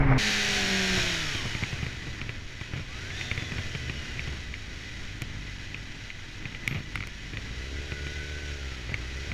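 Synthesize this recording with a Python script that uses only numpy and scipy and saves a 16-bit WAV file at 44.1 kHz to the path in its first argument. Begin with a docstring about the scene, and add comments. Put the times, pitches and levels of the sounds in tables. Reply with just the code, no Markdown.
"""A four-cylinder sport motorcycle, heard from a cased camera on the rider. A moment of fast, buffeted
riding cuts to a closed throttle: the revs sink, valve gear and gearbox bright and near over a soft
exhaust. The clutch is pulled, the chain goes quiet, and bumps start to thump and clack the camera mount.
The revs flare on a downshift, oncoming bikes drone past, and the engine settles to idle. A hard jolt
brings a thin squeak, hollow knocks follow, and the bike picks up again at walking pace."""
import sys
import numpy as np
from scipy import signal
from scipy.fft import rfft, irfft, next_fast_len
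from scipy.io import wavfile
from scipy.ndimage import uniform_filter1d, map_coordinates

SR = 44100
rng = np.random.default_rng(int(sys.argv[2]) if len(sys.argv) > 2 else 0)


def persist_wave(psi):
    """Save psi, clipped to +-1, as 16-bit WAV."""
    counts = np.round(np.clip(psi, -1, 1) * 32767).astype(np.int16)
    wavfile.write(sys.argv[1], SR, np.atleast_2d(counts).T)


N = 411585
TIME = np.arange(N) / SR
CUT_S = 0.1825  # the fast ride ends here
IDLE_HZ = 47.3  # firing rate; four firings make an engine cycle


def amp(db):
    """Decibels to gain."""
    return 10 ** (np.asarray(db) / 20)


def unit(x):
    """Scale to rms 1."""
    return x / np.sqrt(np.mean(x ** 2) + 1e-20)


def curves(rows, along=TIME):
    """Automation: one curve for each column after the first, read along time or another control."""
    points, *columns = np.transpose(rows)
    return [np.interp(along, points, column) for column in columns]


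def wobble(rate):
    """A smooth random curve, rate knots a second."""
    return map_coordinates(rng.standard_normal(int(N * rate / SR) + 4), [TIME * rate])


def filtered(x, response):
    """EQ x with a gain given as a function of frequency."""
    size = next_fast_len(N + SR // 2)
    return irfft(rfft(x, size) * response(np.fft.rfftfreq(size, 1 / SR)), size)[:N]


def bell(hz, centre_hz, width_hz):
    """A resonance curve of height 1."""
    return 1 / (1 + (2 * (hz - centre_hz) / width_hz) ** 2)


def coloured(x, spectrum):
    """EQ x through (freq_hz, gain_db) points on a log axis, then scale to rms 1."""
    freq_hz, gain_db = np.transpose(spectrum)
    return unit(filtered(x, lambda hz: amp(np.interp(np.log(hz + 1), np.log(freq_hz), gain_db))))


def noise(spectrum):
    """Coloured noise of rms 1."""
    return coloured(rng.standard_normal(N), spectrum)


def add(track, start_s, sound):
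    """Mix a sound into the track."""
    part = track[round(start_s * SR):][:len(sound)]
    part += sound[:len(part)]


# Drone of the engine pulling hard: firing_multiple, level_db
DRONE_PARTIALS = [(.25, -27), (.5, -45), (1, -25), (2, -31.5), (3, -47)]
# Roar of the fast airstream: freq_hz, gain_db
AIRSTREAM_EQ = [(240, -31), (400, -11), (436, -0.5), (488, -8.5), (748, -5), (1660, -11.5), (2180, -5.5),
                (3060, -43), (3190, -43), (3580, -39), (4070, -63), (5180, -40), (12000, -86),
                (15600, -116), (22000, -120)]
# Low lumps of air on the case: freq_hz, gain_db
BUFFET_EQ = [(5, -6), (16, 3.5), (35, -5.5), (60, -11), (120, -6.5), (400, -89)]
# Rush of air and tyres: freq_hz, gain_db
RUSH_EQ = [(20, 0.5), (60, 0.5), (110, 2.5), (200, -7), (320, -7), (480, -16.5), (750, -21.5),
           (1100, -19.5), (2000, -16), (6000, -48), (15000, -76)]

def fast_ride(start_hz=141, end_hz=128):
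    """At speed the engine drones hard and the airstream hammers the case with a dull roar."""
    firing = 2 * np.pi * np.cumsum(np.interp(TIME, [0, CUT_S], [start_hz, end_hz])) / SR
    drone = sum(np.sqrt(2) * amp(db + 1.8 * wobble(30)) * np.sin(k * firing) for k, db in DRONE_PARTIALS)
    roar = noise(AIRSTREAM_EQ) * amp(-31 + 3.6 * wobble(54.4))
    return drone + roar + amp(-24.5) * noise(BUFFET_EQ) + amp(-30) * noise(RUSH_EQ)


# The revs after the cut: time_s, firing_hz
REV_CURVE = [(.18, 214), (.68, 195), (.94, 186.7), (1.08, 177.5), (1.2, 162), (1.45, 120), (1.8, 76),
             (2, 57), (2.3, 45), (2.87, 51), (3.18, 89.3), (3.42, 85), (3.87, 72.7), (4.1, 66), (4.5, 55),
             (5.3, 47), (5.9, 43.5), (6.6, 43.5), (7.3, 48), (7.7, 68.5), (7.87, 72.7), (8.03, 71.3),
             (8.22, 73.8), (8.28, 72.8), (8.4, 74.7), (8.55, 71.5), (8.95, 57), (9.33, 74)]

def crankshaft():
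    """Firing rate in Hz and engine cycles turned; uneven combustion makes the cycles stumble."""
    firing_hz = curves(REV_CURVE)[0]
    stumble_hz = 0.2003 * wobble(18)
    return firing_hz, np.cumsum(firing_hz + stumble_hz) / SR / 4


# The rider opens the throttle: start_s, end_s, opening (0-1)
THROTTLE_MOVES = [(2.803, 3.05, 0.2), (7.307, 8.454, 0.97), (8.91, 9.4, 1)]

def load(build_s=0.36, release_s=0.81):
    """Engine load 0-1: it builds while the throttle is open and dies away after it closes."""
    return sum(opening * np.clip((TIME - start_s) / build_s, 0, 1)
               * np.clip(1 - (TIME - end_s) / release_s, 0, 1)
               for start_s, end_s, opening in THROTTLE_MOVES)


def ticks(cycles, pattern, scatter_db, jitter_s):
    """Impulses at the pattern's angles (0-1) and sizes in each engine cycle, even in power at all revs."""
    angles, strengths = pattern
    count = int(cycles[-1])
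    due = (np.arange(count)[:, None] + angles).ravel()
    place = np.interp(due, cycles, np.arange(N)) + jitter_s * SR * rng.standard_normal(len(due))
    sizes = np.tile(strengths, count) * amp(scatter_db * rng.standard_normal(len(due)))
    taps = np.floor(place)[:, None] + np.arange(-7, 9)
    offset = taps - place[:, None]
    shape = np.sinc(offset) * np.cos(np.pi * offset / 16) ** 2  # lands each tick between samples
    slots = np.clip(taps, 0, N).astype(int).ravel()
    train = np.bincount(slots, (sizes[:, None] * shape).ravel(), N + 1)[:N]
    return unit(train / np.sqrt(np.gradient(cycles)))


def chug(depth_db=2.6, rate=13):
    """An uneven gain of rms 1: the lumps and short dips of slow engines and air."""
    return unit(amp(depth_db * np.minimum(wobble(rate), 1)))


# The pipe booms at some revs and not at others: firing_hz, tone_db, puff_db
PIPE_LEVELS = [(44.4, -52.5, -50.5), (60, -43, -52.5), (73, -46, -54), (91, -49.5, -54), (160, -40, -45),
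               (182.4, -42, -39), (188, -30, -38), (201, -41.5, -40), (207.6, -37.5, -49)]
# Colour of the puffs through the silencer: freq_hz, gain_db
SILENCER_EQ = [(40, -30), (90, -8), (140, 0), (210, -9), (290, -1), (430, 1), (510, -9), (620, -3),
               (740, -9), (850, -7), (1100, -14), (1600, -21), (4000, -60)]
# Deep burble of the idling exhaust: freq_hz, gain_db
BURBLE_EQ = [(30, -15), (90, 10), (150, -2), (230, 2.5), (330, -5.5), (500, -25), (1200, -50)]

def exhaust(firing_hz, cycles, octave_db=-12, load_tone_db=7.5, load_puff_db=8.5):
    """A round firing tone and four slightly unequal puffs a cycle; revs and load set their strength."""
    tone_db, puff_db = curves(PIPE_LEVELS, along=firing_hz)
    firing = 2 * np.pi * 4 * cycles
    tone = unit((np.sin(firing) + amp(octave_db) * np.sin(2 * firing)) * amp(2 * wobble(22)))
    cylinders = np.array([0, .254, .5, .747]), np.array([1.18, .82, 1.04, .96])  # angles, sizes
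    puffs = coloured(ticks(cycles, cylinders, scatter_db=1.1, jitter_s=.00006), SILENCER_EQ)
    # slow puffs are rounder than fast ones
    rounded = filtered(puffs, lambda hz: 1 / np.hypot(1, (hz / 530) ** 5))
    sharpness = np.clip(firing_hz / 120 - .55, 0, 1)
    running = rounded + sharpness * (puffs - rounded)
    # near idle the charges burn unevenly and the burble takes over
    burble = chug() * coloured(ticks(cycles, cylinders, scatter_db=3, jitter_s=.0004), BURBLE_EQ)
    firmness = np.clip((firing_hz - 50) / 22, .12, 1)
    breath = firmness * running + amp(-0.5) * (1 - firmness) * burble
    return tone * amp(tone_db + load_tone_db * load()) + breath * amp(puff_db + load_puff_db * load())


# Rings of the engine castings: pitch_hz, width_hz, lift_db
CASTING_RINGS = [(1480, 88, 3), (1726, 190, 0.5), (2506, 150, 5), (2710, 110, -2), (2820, 140, 0.5),
                 (3640, 130, -2.5), (3816, 120, 6), (4240, 150, 2), (5290, 210, -8), (5540, 330, 8.5),
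                 (6350, 200, -2.5), (6530, 320, 3.5)]
# Bright metal colour of the valve gear: freq_hz, gain_db
VALVE_EQ = [(590, -9.5), (1000, -11.5), (1120, -14), (1500, -3), (1860, 1), (2530, -1), (2710, -3),
            (2930, 0), (4220, -6), (5170, -6.5), (5600, -9.5), (6630, -10), (8320, -23.5), (10300, -26),
            (15000, -36.5)]
# Small fader moves on the clatter: time_s, trim_db
CLATTER_FADER = [(1.4, 0), (1.9, 0.4), (3.4, 0), (3.9, -0.5), (4.5, -0.5), (5.1, 0.5), (8.7, -.5),
                 (9.2, 0.5)]

def valve_clatter(firing_hz, cycles, idle_db=-43.5, db_per_octave=4.5, load_db=-0.55, waver=.012):
    """Valves and chain links tick at fixed crank angles over a hiss of moving parts; the castings ring."""
    def castings(hz):
        return amp(sum(db * bell(hz, pitch_hz, width_hz) for pitch_hz, width_hz, db in CASTING_RINGS))

    pattern = rng.random(size=80), np.ones(80)
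    taps = ticks(cycles, pattern, scatter_db=1.5, jitter_s=.000008)
    tick_gain = 0.62 + 0.0018 * firing_hz  # ticks stand out of the hiss as the revs rise
    drive = unit(tick_gain * taps + rng.standard_normal(N))
    flat = filtered(drive, lambda hz: castings(hz * (1 + waver)))
    sharp = filtered(drive, lambda hz: castings(hz * (1 - waver)))
    ringing = flat + np.clip(.5 + .5 * wobble(17), 0, 1) * (sharp - flat)
    # slow parts strike softly: they lose their top and leave the castings' ring exposed
    softness = np.clip(1 - firing_hz / 170, 0, 1)
    exposed = np.clip(0.92 + 1.3 * softness, 0, 1)
    metal = coloured(drive + exposed * (ringing - drive), VALVE_EQ)
    top = filtered(metal, lambda hz: hz ** 2 / (hz ** 2 + 3500 ** 2))
    octaves = np.log2(firing_hz / IDLE_HZ)
    revs_db = idle_db + db_per_octave * octaves + 1.2246 * octaves ** 2  # grows ever faster
    level_db = revs_db + load_db * load() + curves(CLATTER_FADER)[0] + 0.68 * wobble(14)
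    return (metal - 0.6 * softness * top) * amp(level_db)


def cover_ring(firing_hz, pitch_hz=1998, width_hz=85, idle_db=-52.5, db_per_octave=3):
    """A casing, likely the clutch cover, rings in uneven pulses; it stands out at low revs."""
    ring = filtered(rng.standard_normal(N), lambda hz: bell(hz, pitch_hz, width_hz))
    octaves = np.log2(np.minimum(firing_hz, 140) / IDLE_HZ)
    return unit(ring * chug()) * amp(idle_db + db_per_octave * octaves)


# Whines of the cam drive and pumps at top revs: firing_multiple, level_db
CAM_PARTIALS = [(8.5, -43), (9, -47), (11.25, -48), (12.75, -45), (14.5, -48)]

def cam_and_pumps(firing_hz, cycles):
    """Cam drive and pumps sing in rough tones that fall with the revs and sink into the clatter."""
    firing = 2 * np.pi * 4 * cycles
    tones = sum(unit(np.sin(k * firing + .6 * wobble(50)) * amp(3 * wobble(12))) * amp(db)
                for k, db in CAM_PARTIALS)
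    return tones * (firing_hz / firing_hz.max()) ** 2.74


# The gearbox whine runs down; then the primary gear's mesh, at twice its tooth rate, rises as the revs flare
# and runs down again: time_s, pitch_hz, level_db
MESH_WHINE_CURVE = [(.18, 4400, -42), (.45, 4150, -46), (.75, 4170, -43), (1.1, 3690, -44), (1.3, 3300, -48),
                    (1.45, 3020, -45), (1.58, 2830, -48), (1.75, 2600, -58), (2.3, 2100, -76),
                    (2.9, 2324, -58), (3.08, 3120, -51), (3.18, 3660, -47), (3.42, 3490, -50),
                    (3.6, 3270, -53), (3.76, 3090, -55), (3.84, 3000, -48), (3.97, 2900, -52),
                    (4.14, 2800, -54), (4.4, 2500, -66), (5, 2200, -80)]

def mesh_whine(teeth=21, runout=.5):
    """Meshing teeth whine roughly with the shaft speed, swelling once every turn of the shaft."""
    pitch_hz, level_db = curves(MESH_WHINE_CURVE)
    phase = 2 * np.pi * np.cumsum(pitch_hz) / SR
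    mesh = np.sin(phase + .9 * wobble(130)) * (1 + runout * np.cos(phase / teeth))
    return unit(mesh * amp(2.8 * wobble(45))) * amp(level_db)


def chain(cycles, firing_multiple=3.67, level_db=-48, clutch_s=1.05, slacken_s=0.22):
    """The taut chain hums on its sprocket until the clutch is pulled and it goes slack."""
    links = np.sin(2 * np.pi * 4 * firing_multiple * cycles + .4 * wobble(40))
    taut = np.clip(1 - (TIME - clutch_s) / slacken_s, 0, 1)
    return amp(level_db) * taut * unit(links * amp(2.7 * wobble(18.6)))


# Fader on the air and tyres after the cut: time_s, level_db
RUSH_FADER = [(.2, -37.5), (.55, -40.5), (.95, -34.5), (1.2, -41.5), (2.1, -42), (2.5, -46), (3.4, -44.5),
              (4.7, -46), (6.2, -48.5), (7.2, -46), (8.5, -48.5), (9.33, -41.5)]

def wind(buffet_db=-41, buffet_db_per_s=-0.55):
    """Slow lumps of air on the case and a rush of air and tyres, both easing as the bike slows."""
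    buffet = unit(noise(BUFFET_EQ) * amp(1.2 * wobble(6.7))) * amp(buffet_db + buffet_db_per_s * TIME)
    rush = noise(RUSH_EQ) * amp(curves(RUSH_FADER)[0] + 1.37 * wobble(16)) * chug()
    return buffet + rush


# Bumps jolt the camera and its joint hits the stop: start_s, thump_db, clack_db
ROAD_BUMPS = [(.975, -24.5, -38), (1.35, -23.5, -38), (1.455, -22.5, -38), (1.55, -23, -22),
              (1.625, -22.5, -25), (1.636, -28, -18), (1.728, -22, -27), (1.828, -21.5, -38),
              (1.865, -27, -24.5), (2.07, -28, -34), (2.215, -28, -20.5), (2.293, -26, -20.5),
              (2.612, -27, -31.5), (2.735, -22.5, -31), (3.104, -37, -26.5), (3.212, -31, -19),
              (3.314, -22.5, -15.5), (3.377, -22.5, -21), (3.422, -26, -28), (3.519, -24, -26),
              (3.583, -23, -26), (3.657, -26, -38), (3.75, -24, -26), (3.897, -26, -21),
              (4.194, -32, -18.5), (4.275, -28, -29), (4.54, -44, -22.5), (5.22, -24.5, -25.5),
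              (5.745, -31.5, -21.5), (6.103, -55, -23), (6.455, -29, -21.5), (6.548, -32.5, -26),
              (6.677, -26, -12.5), (7.072, -31.5, -33), (7.335, -28.5, -29), (7.371, -31, -22),
              (7.92, -25, -25), (8.068, -31, -26.5), (8.893, -25.5, -31), (8.918, -27.5, -43),
              (8.942, -26, -15.5), (9.317, -30, -23)]
# The mount shudders on after hard jolts: start_s, thump_db, clack_db
MOUNT_SHUDDERS = [(2.76, -25.5, -34), (6.711, -25, -25), (6.752, -25.5, -31)]

def jolts(gap_s=0.016, loss_db=1.5, jiggle_db=-36):
    """Cue list (start_s, thump_db, clack_db) of bumps, dying rebounds and small rough-road jiggles."""
    rebounds = [(start_s + k * gap_s * (1 + .08 * slip), thump_db - k * loss_db, clack_db - k * loss_db)
                for start_s, thump_db, clack_db in MOUNT_SHUDDERS
                for k, slip in enumerate(rng.standard_normal(size=4))]
    jiggles = [(start_s, jiggle_db + 2.3 * force, jiggle_db + 2 * force)
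               for start_s, force in zip(rng.uniform(1.5, 8.9, size=16), rng.standard_normal(size=16))]
    return ROAD_BUMPS + rebounds + jiggles


def blow(modes, detune, attack_s, crack_db, body_db=0):
    """One hit of peak 1: damped modes, varied each time, and a tiny crack; body_db lifts the lowest."""
    t = np.arange(SR // 10) / SR
    pitch_hz, width_hz, level_db = np.transpose(modes)[:, :, None]
    bend, size = rng.standard_normal((2, len(modes), 1))
    level_db = level_db + 2 * size + body_db * (pitch_hz == pitch_hz.min())
    envelopes = amp(level_db) * np.exp(-np.pi * width_hz * t)
    rings = envelopes * np.sin(2 * np.pi * pitch_hz * (1 + detune * bend) * t)
    crack = amp(crack_db) * np.exp(-t / 0.0027) * rng.standard_normal(len(t))
    wave = (rings.sum(0) + crack) * (1 - np.exp(-t / attack_s))
    return -wave / np.abs(wave).max()


# Low thump of the mount: pitch_hz, width_hz, level_db
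MOUNT_MODES = [(72, 91, -28), (122, 32, 6), (175, 52, -6.5), (312, 70, -7.5), (510, 320, -22)]
# Plastic clack of the case: pitch_hz, width_hz, level_db
CASE_MODES = [(1400, 200, -7), (2110, 120, 3), (2347, 220, 11), (2770, 150, -1), (3560, 110, -10),
              (4260, 180, -9.5), (5400, 410, -24), (6400, 270, -15)]
# Rattle of the loose mount: freq_hz, gain_db
RATTLE_EQ = [(100, -4), (250, 0.5), (550, -4), (900, -9.5), (2500, -4.5), (7000, -42)]
# Hollow knocks, likely the gear lever: start_s, peak_db
HOLLOW_KNOCKS = [(6.9564, -17), (6.9756, -26), (7.0059, -23.5), (7.0261, -27), (7.0366, -26.5)]

def camera_mount():
    """Bumps rock the mount with a short rattle, its plastic joint clacks, and knocks ring the case."""
    thumps, clacks = np.zeros((2, N))
    for start_s, thump_db, clack_db in jolts():
        body_db = 3 + 0.37 * (thump_db - clack_db)  # a heavier thump gives the clack more body
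        thump = blow(MOUNT_MODES, detune=.11, attack_s=.00055, crack_db=-46)
        clack = blow(CASE_MODES, detune=.03, attack_s=.00039, crack_db=-32, body_db=body_db)
        add(thumps, start_s + .00098, amp(thump_db) * thump)
        add(clacks, start_s, amp(clack_db) * clack)
    for start_s, peak_db in HOLLOW_KNOCKS:
        thump = blow(MOUNT_MODES, detune=.11, attack_s=.0005, crack_db=-44)
        knock = blow(CASE_MODES, detune=.03, attack_s=.00027, crack_db=-34, body_db=13.5)
        add(thumps, start_s, amp(peak_db - 12.5) * thump)
        add(clacks, start_s, amp(peak_db) * knock)
    rocking = np.sqrt(np.abs(uniform_filter1d(thumps ** 2, size=400)))  # envelope of the thumps
    return thumps + amp(-10) * rocking * noise(RATTLE_EQ) + clacks


# The primary gear swells when it is loaded: time_s, level_db
PRIMARY_FADER = [(2.8, -72), (2.97, -53), (3.14, -48), (3.25, -60), (4.1, -64), (4.6, -76), (7.45, -72),
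                 (7.65, -59), (7.88, -57), (7.97, -48.5), (8.1, -50), (8.42, -48), (8.58, -57), (8.73, -55),
                 (8.85, -70), (9.33, -57)]

def primary_gear(cycles, teeth_per_cycle=82):
    """The teeth of the primary gear sing at a pitch that follows the revs."""
    mesh = np.sin(2 * np.pi * teeth_per_cycle * cycles + .7 * wobble(70))
    return unit(mesh * amp(1.8 * wobble(30))) * amp(curves(PRIMARY_FADER)[0])


# Oncoming bikes: alongside_s, firing_hz, speed_m_per_s, gap_m, source_db, rolloff (harmonic exponent)
ONCOMING_BIKES = [(3.55, 122, 6.96, 2.58, -41.5, 1.5), (4.2, 72, 6.8, 2.82, -40, 1.6),
                  (5.42, 48.94, 6.44, 2.19, -40, 1), (7.3, 47.84, 5.14, 1.94, -40.5, .9)]

def passing_bike(alongside_s, firing_hz, speed_m_per_s, gap_m, source_db, rolloff):
    """An oncoming bike at low revs: its drone swells and sinks in pitch as it goes by."""
    distance_m = np.hypot(gap_m, speed_m_per_s * (TIME - alongside_s))
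    firing = 2 * np.pi * np.cumsum(firing_hz * (1 + 0.03 * wobble(25))) / SR
    phase = firing - 2 * np.pi * firing_hz * distance_m / 343  # travel time gives the Doppler bend
    drone = unit(sum(np.sin(k * phase) / k ** rolloff for k in range(1, 7)))
    shielding = 1 / (1 + (distance_m / 5) ** 2)  # the fairing hides it until it is alongside
    return amp(source_db) * gap_m / distance_m * shielding * chug() * (drone + 0.37 * noise(RUSH_EQ))


# Bright snaps on the sharpest jolts: start_s, peak_db
PLASTIC_SNAPS = [(5.22, -27), (6.677, -21), (6.9565, -30), (7.072, -32)]

def snaps(decay_s=0.0011):
    """Tiny bright cracks of hard plastic."""
    track, t = np.zeros(N), np.arange(SR // 50) / SR
    bright = signal.butter(1, [3500, 7000], "bandpass", fs=SR, output="sos")
    for start_s, peak_db in PLASTIC_SNAPS:
        crack = signal.sosfilt(bright, rng.standard_normal(len(t)) * np.exp(-t / decay_s))
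        add(track, start_s, amp(peak_db) * crack / np.abs(crack).max())
    return track


def squeak(start_s=6.68, pitch_hz=12600, level_db=-56, attack_s=.01, decay_s=.05):
    """A thin squeak, perhaps the brake, after the hardest jolt."""
    age_s = np.maximum(TIME - start_s, 0)
    tone = np.sin(2 * np.pi * pitch_hz * TIME + 1.5 * wobble(300))
    return amp(level_db) * tone * np.minimum(age_s / attack_s, 1) * np.exp(-age_s / decay_s)


def scene(crossfade_s=0.0087):
    """The fast ride cuts to the slow one: engine, air, other bikes and mount, the same in both ears."""
    firing_hz, cycles = crankshaft()
    engine = exhaust(firing_hz, cycles) + valve_clatter(firing_hz, cycles) + cover_ring(firing_hz)
    whines = cam_and_pumps(firing_hz, cycles) + mesh_whine() + primary_gear(cycles) + chain(cycles)
    road = wind() + sum(passing_bike(*bike) for bike in ONCOMING_BIKES)
    slow_ride = engine + whines + road + camera_mount() + snaps() + squeak()
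    fade = np.clip((TIME - CUT_S) / crossfade_s + .5, 0, 1)
    mono = (1 - fade) * fast_ride() + fade * slow_ride
    return np.array([mono, mono])


def record(dry):
    """A brick-wall low-pass takes off everything above 15.2 kHz."""
    return np.array([filtered(channel, lambda hz: hz < 15200) for channel in dry])


dry = scene()
out = record(dry)
persist_wave(out)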